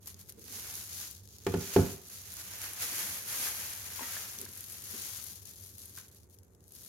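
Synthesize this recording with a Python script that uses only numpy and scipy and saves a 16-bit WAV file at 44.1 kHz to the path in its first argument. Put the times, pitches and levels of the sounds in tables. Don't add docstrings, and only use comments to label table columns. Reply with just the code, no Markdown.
import sys
import numpy as np
from scipy import signal
from scipy.fft import rfft, irfft, next_fast_len
from scipy.io import wavfile
from scipy.ndimage import uniform_filter1d

SR = 44100
rng = np.random.default_rng(int(sys.argv[2]) if len(sys.argv) > 2 else 0)


def master(y):
    cut = np.clip(np.atleast_2d(y).T, -1, 1)
    pcm = np.round(cut * 32767)
    wavfile.write(sys.argv[1], SR, pcm.astype(np.int16))


N = 303408

# f/Hz, width/Hz, level/dB
HUM_PEAKS = [(69, 28, -3), (94.9, 13, -0.5), (192.7, 40, -8.5)]
# t/s, level/dB
HUM_LOUDNESS = [(0, -58), (5.5, -59), (6.3, -63), (6.88, -62)]
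# f/Hz, level/dB
AIR_TONE = [(15, -48), (25, -54), (97, 1.5), (145, -8), (326, -12.5), (384, -8), (659, -20.5), (2220, -35),
            (4610, -53), (6560, -30.5), (7510, -33), (11900, -45), (16000, -71)]
# t/s, level/dB
HAND_MOVES = [(0, -87), (.26, -104), (.37, -83), (.46, -53), (.55, -47), (.78, -46), (.86, -48),
              (1.04, -46), (1.2, -63.5), (1.29, -63), (1.44, -60), (1.61, -49), (1.76, -44.5),
              (1.91, -47.5), (2.0, -56), (2.27, -51), (2.55, -47.5), (2.76, -46.5), (2.88, -41), (3.0, -38),
              (3.18, -42), (3.24, -45), (3.29, -40), (3.46, -36.5), (3.54, -41.5), (3.62, -42), (3.84, -47),
              (4.14, -43), (4.41, -49.5), (4.49, -52), (4.58, -50.5), (4.81, -49.5), (5.02, -44.5),
              (5.25, -48.5), (5.4, -56), (5.94, -57), (6.11, -64), (6.5, -81.5), (6.64, -74.5),
              (6.73, -57.5), (6.88, -54)]
# peak t/s, level/dB, length/s
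FINGER_TWITCHES = [(.08, -49, 0.097), (.2, -55.5, 0.16), (.295, -54.5, 0.063), (.42, -56, 0.12),
                   (1.39, -90, .1), (1.738, -43, .03), (2.14, -52.5, 0.27), (2.39, -52.5, 0.25),
                   (2.64, -45, .14), (2.825, -38.5, 0.12), (4.73, -52.5, 0.09), (5.48, -54.5, 0.13),
                   (5.63, -56.5, 0.11), (5.83, -53, 0.17), (5.98, -52, 0.11), (6.16, -63, 0.095),
                   (6.34, -64.5, 0.095), (6.44, -75, .07)]
# t/s, middle level/dB, wide level/dB
CREASE_MIX = [(0, -5, -12), (.45, -2, -11.5), (.65, -3, -6), (.85, -3.5, -12.5), (1.05, 0, -8.5),
              (1.3, 1, -25), (1.5, 2, -0.5), (1.87, -2, -5.5), (2.1, -3, -12), (2.6, -3, -3.5),
              (3.2, -5, -7.5), (4.14, -2.5, -4.5), (4.7, -5, -11), (5.0, -2, -8.5), (5.5, -2.5, -16),
              (5.9, -6, -17.5), (6.0, -2, -7), (6.2, -4, -18), (6.88, -4.5, -17)]
# t/s, left over right/dB
HAND_PLACES = [(0.0, -2), (0.27, 9), (0.42, -4), (1.11, 4), (1.53, -2.5), (4.98, 4.5), (5.27, 8), (6.15, 3),
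               (6.57, 8.5), (6.88, 4.5)]
# t/s, level/dB, dull part compared with that level/dB
CREASE_SNAPS = [(0.0297, -48, -8), (0.0722, -29, -14.5), (0.1436, -44, -2.5), (0.2433, -65, -16),
                (0.286, -45.5, -15), (0.2955, -35, -21.5), (0.3224, -38.5, -11), (0.394, -38, -21),
                (0.463, -48, -4.5), (0.5964, -29, -13), (0.7537, -29, -17.5), (1.1106, -31, -40),
                (1.1493, -41, -7), (2.339, -32, -27), (2.7337, -26, -16), (2.9913, -28, -8),
                (4.387, -30.5, -6), (4.4139, -22, -19), (4.4526, -32, -10.5), (4.4892, -41, -6),
                (4.5745, -28.5, -24), (4.607, -28, -17), (4.6408, -30, -14), (4.7217, -31, -27),
                (4.731, -33, -25), (4.8408, -33, -15), (4.9108, -30.5, -30), (5.018, -31, -14),
                (5.24, -29, -21), (5.2952, -43, -24.5), (5.6104, -38.5, -19), (5.7817, -35.5, -15),
                (5.8182, -40, -6.5), (5.8563, -34, -19), (5.9597, -51.5, -21), (5.9738, -30, -28),
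                (6.0847, -45.5, -22), (6.1463, -43.5, -16), (6.345, -46.5, -25), (6.3866, -46, -8),
                (6.432, -46.5, -15), (6.535, -69, -8), (6.5488, -54.5, -9), (6.6055, -58, -2.5),
                (6.6262, -61, -17), (6.64, -52, -9), (6.6803, -44.5, -13.5), (6.7205, -40, -22),
                (6.7508, -36, -17.5), (6.7646, -48, -2), (6.8159, -50.5, -21), (6.8334, -39.5, -9.5)]
# f/Hz, level/dB
SMALL_TONE = [(6800, -40.5), (7700, -8.5), (8600, -6.5), (10300, 1), (12300, 2.5), (13800, -2.5),
              (15000, -20.5), (16000, -16)]
MIDDLE_TONE = [(2200, -17.5), (3200, -9), (4300, -4.5), (5300, -3.5), (6700, 0.5), (7200, -2.5),
               (7800, -10)]
WIDE_TONE = [(250, -14), (500, -5), (900, -3.5), (1600, 0.5), (2300, 1), (3300, -2), (4500, -14)]
# peak t/s, level/dB, length/s
GRIP_SHIFTS = [(.39, -53.5, 0.13), (.53, -60, 0.44), (2.98, -57, 0.46), (3.43, -59, 0.27), (4.05, -67, .25),
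               (4.42, -52, .15), (4.95, -55.5, 0.22)]
# f/Hz, level/dB
SHELL_TONE = [(120, -56), (200, -1), (300, -6.5), (450, -4.5), (650, -29), (1000, -31.5)]
# t/s, level/dB, table top share/dB, frame share/dB, edge share/dB
LANDINGS = [(1.466, -21, -3, -7.5, -7.5), (1.5399, -20.5, 0, -5.5, -13.5), (1.564, -31, 6, -25.5, -37.5),
            (1.7623, -10, -1.5, -5, -17.5), (1.789, -16, -11, -35, -28)]
# f/Hz, level/dB, t60/s (time to fade by 60 dB), rise/s
RINGING_NOTES = [(75.6, -8, 0.6, 0.035), (98.5, 0, 0.24, 0.019), (152, -9.5, 0.34, .02),
                 (183.5, -4.5, 0.21, 0.0088), (232.5, -11.5, 0.23, 0.01), (273.7, -6, 0.13, 0.0076),
                 (335, -25.5, 0.106, .003), (394.2, -14.5, 0.54, 0.0014), (390, 1.5, 0.055, 0.00061),
                 (463, -10.5, 0.14, 0.016), (477, -42, 0.22, 0.0028), (492, -22, 0.1, .002),
                 (684, -18.5, 0.11, 0.0007), (716, -23, 0.099, .001), (777, -22, 0.058, 0.0012),
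                 (846, -24, 0.16, 0.00107), (913, -55, 0.083, .001), (1304, -26, 0.068, 0.0022),
                 (1460, -33.5, 0.15, .001), (1687, -31, 0.095, .001)]
# f/Hz, level/dB
EDGE_TONE = [(300, -39), (700, -1.5), (1400, -1), (2600, -8), (6000, -17), (12000, -21)]
# t/s, level/dB, f/Hz, t60/s, left over right/dB
PART_CLICKS = [(3.468, -41, 1610, 0.091, 11), (3.992, -35, 1055, 0.037, 16.5), (4.008, -48, 930, 0.13, 31),
               (4.009, -36, 410, 0.019, 2), (4.02, -37, 253, 0.032, 8), (4.029, -43, 1927, 0.16, -7),
               (4.084, -40, 1340, 0.052, 1), (4.166, -29.5, 1730, 0.02, 0), (4.462, -40, 1640, 0.023, -4),
               (5.976, -42.5, 1560, 0.044, 2)]
# f/Hz, t60/s
ROOM_FADE = [(200, 0.34), (1500, 0.5), (6000, 0.073), (14000, 0.084)]
# f/Hz, likeness (0 unrelated, 1 the same)
LIKENESS = [(60, 0.91), (300, 0.86), (700, 0.12), (1500, 0.32), (3100, 0), (6800, 0)]
# f/Hz, left over right/dB
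PORT_BALANCE = [(420, -1.4), (700, -5), (1200, -1), (4400, -1), (9000, 1.26)]

TOP_HZ = 15860


def amp(db):
    return 10 ** (np.asarray(db) / 20)


def unit(x):
    return x / np.sqrt(np.mean(x ** 2) + 1e-20)


def along(points, hz):
    f, values = np.transpose(points)
    return np.interp(np.log(hz + 1), np.log(f + 1), values)


def curves(rows):
    times, *columns = np.transpose(rows)
    return [np.interp(np.arange(N) / SR, times, column) for column in columns]


def sides(pan_db):
    return amp(np.array([pan_db / 2, -pan_db / 2]))


def filtered(x, response):
    size = next_fast_len(N + SR // 4)
    return irfft(rfft(x, size) * response(np.fft.rfftfreq(size, 1 / SR)), size)[..., :N]


def stereo_noise():
    size = next_fast_len(N)
    hz = np.fft.rfftfreq(size, 1 / SR)
    angle = np.arccos(np.clip(along(LIKENESS, hz), -1, 1)) / 2
    phases = np.exp(2j * np.pi * rng.random((2, len(hz))))
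    mid, side = phases * [np.cos(angle), np.sin(angle)]
    return unit(irfft(np.array([mid + side, mid - side]), size)[:, :N])


def colour(x, tone):
    return filtered(x, lambda hz: unit(amp(along(tone, hz)) * (hz < TOP_HZ)))


def dying(kicks, t60, rise):
    fade, soften = amp(-120 / (t60 * SR)), np.exp(-1 / (rise * SR))
    power = signal.lfilter([1 - soften], np.convolve([1, -fade], [1, -soften]), kicks)
    return np.sqrt(np.abs(power))


def swells(rows):
    t = np.arange(N) / SR
    rise_share, drop_db = 0.46, 12.5
    power = np.zeros(N)
    for peak, db, length in rows:
        distance = np.maximum((peak - t) / rise_share, (t - peak) / (1 - rise_share)) / length
        power += amp(2 * (db - drop_db * distance))
    return power


def crackle(rate, spread_db, pan_db, t60, rise):
    hits = rng.random(N) < rate / SR
    power = hits * amp(2 * spread_db * rng.exponential(1, N).clip(0, 4))
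    loudness = dying(power * sides(pan_db * rng.standard_normal(N)) ** 2, t60, rise)
    average_power = uniform_filter1d(np.mean(loudness ** 2, 0), SR // 5)
    return loudness / np.sqrt(np.abs(average_power) + 1e-9)


def machine_hum():
    def peaks(hz):
        bands = (amp(db) * hz * width / np.abs(centre ** 2 - hz ** 2 + 1j * hz * width)
                 for centre, width, db in HUM_PEAKS)
        return sum(bands) ** 1.96
    return amp(curves(HUM_LOUDNESS)[0]) * unit(filtered(stereo_noise(), peaks))


def room_air():
    return amp(-64) * colour(stereo_noise(), AIR_TONE)


def glove_crackle():
    small_db = 10 * np.log10(amp(2 * curves(HAND_MOVES)[0]) + swells(FINGER_TWITCHES))
    middle_db, wide_db = curves(CREASE_MIX)
    place = sides(curves(HAND_PLACES)[0])
    rate = 90 + 500 * amp(1.6 * (small_db + 51.5))
    ticks = crackle(rate, spread_db=3.2, pan_db=3, t60=0.004, rise=0.0003)
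    creases = crackle(0.8 * rate, spread_db=2.5, pan_db=8, t60=0.16, rise=0.00081)
    folds = crackle(0.27 * rate, spread_db=1.5, pan_db=-4.5, t60=0.065, rise=0.0015)
    small = amp(small_db - 1.5) * np.sqrt(0.75 * ticks ** 2 + 0.68 * creases ** 2)
    middle = amp(small_db + middle_db) * np.sqrt(0.71 * ticks ** 2 + 1.22 * creases ** 2)
    wide = amp(small_db + wide_db - 1.66) * np.sqrt(0.51 * creases ** 2 + 0.7 * folds ** 2)
    sharp, dull = np.zeros((2, N))
    for start, db, dull_db in CREASE_SNAPS:
        at = round(start * SR)
        sharp[at], dull[at] = amp(2 * db), amp(2 * (db + dull_db))
    small = np.hypot(small, dying(sharp, t60=0.0027, rise=0.0013))
    middle = np.hypot(middle, amp(6) * dying(dull, t60=0.006, rise=0.00071))
    return (colour(place * small * stereo_noise(), SMALL_TONE)
            + colour(place ** 0.54 * middle * stereo_noise(), MIDDLE_TONE)
            + colour(wide * stereo_noise(), WIDE_TONE))


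def shell_rumble():
    loudness = np.sqrt(swells(GRIP_SHIFTS))
    lumps = crackle(rate=150, spread_db=3, pan_db=1, t60=0.085, rise=0.0042)
    return colour(loudness * lumps * stereo_noise(), SHELL_TONE)


def table_knocks():
    thud, clack = np.zeros((2, N + SR))
    t = np.arange(SR * 2 // 3) / SR
    hz, note_db, t60, rise = np.transpose(RINGING_NOTES)[..., None]
    settling = amp(-11 * np.clip((t - 0.076) / 0.012, 0, 1))
    for start, db, top_db, frame_db, edge_db in LANDINGS:
        at = round(start * SR)
        share_db = np.where(hz < 160, frame_db, np.where(hz < 300, top_db, 0))
        struck_db = note_db + share_db + rng.normal(0, 1, hz.shape)
        ring = amp(struck_db - 60 * t / t60) * (1 - np.exp(-t / rise)) * settling
        thud[at:at + len(t)] -= amp(db) * (ring * np.sin(2 * np.pi * hz * t)).sum(0)
        clack[at:at + len(t)] += amp(db + edge_db - 60 * t / 0.047) * (1 - np.exp(-t / 0.0005))
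    return thud[:N] + colour(clack[:N] * stereo_noise(), EDGE_TONE)


def part_clicks():
    out, t = np.zeros((2, N + SR)), np.arange(SR // 5) / SR
    for start, db, hz, t60, pan_db in PART_CLICKS:
        at = round(start * SR)
        notes = np.sin(2 * np.pi * hz * t) + 0.5 * np.sin(2 * np.pi * 0.96 * hz * t)
        band = signal.butter(1, [0.5 * hz, 1.5 * hz], "band", fs=SR)
        puff = signal.lfilter(*band, rng.standard_normal(len(t)))
        loudness = amp(db - 60 * t / t60) * (1 - np.exp(-t / 0.001))
        out[:, at:at + len(t)] += sides(pan_db)[:, None] * loudness * (0.68 * notes + 1.72 * puff)
    return out[:, :N]


def room_echo(x):
    hz, t, spectrum = signal.stft(stereo_noise()[:, :SR // 2], SR, nperseg=256)
    fade = amp(-60 * t / along(ROOM_FADE, hz)[:, None])
    tail = signal.istft(spectrum * fade, SR, nperseg=256)[1]
    delayed = np.pad(x, ((0, 0), (200, 0)))
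    return signal.fftconvolve(delayed, tail / np.linalg.norm(tail[0]), axes=1)[:, :N]


def scene():
    gloves, knocks, clicks = glove_crackle(), table_knocks(), part_clicks()
    nearby = gloves + shell_rumble() + knocks + clicks
    echo = room_echo(amp(-13.5) * gloves + amp(-11) * knocks + amp(-13) * clicks)
    return nearby + echo + machine_hum() + room_air()


def record(dry):
    def response(hz):
        bass_cut = 1 / np.sqrt(1 + (58 / (hz + 1)) ** 5)
        return sides(along(PORT_BALANCE, hz)) * bass_cut * (hz < TOP_HZ)
    return filtered(dry, response)


dry = scene()
out = record(dry)
master(out)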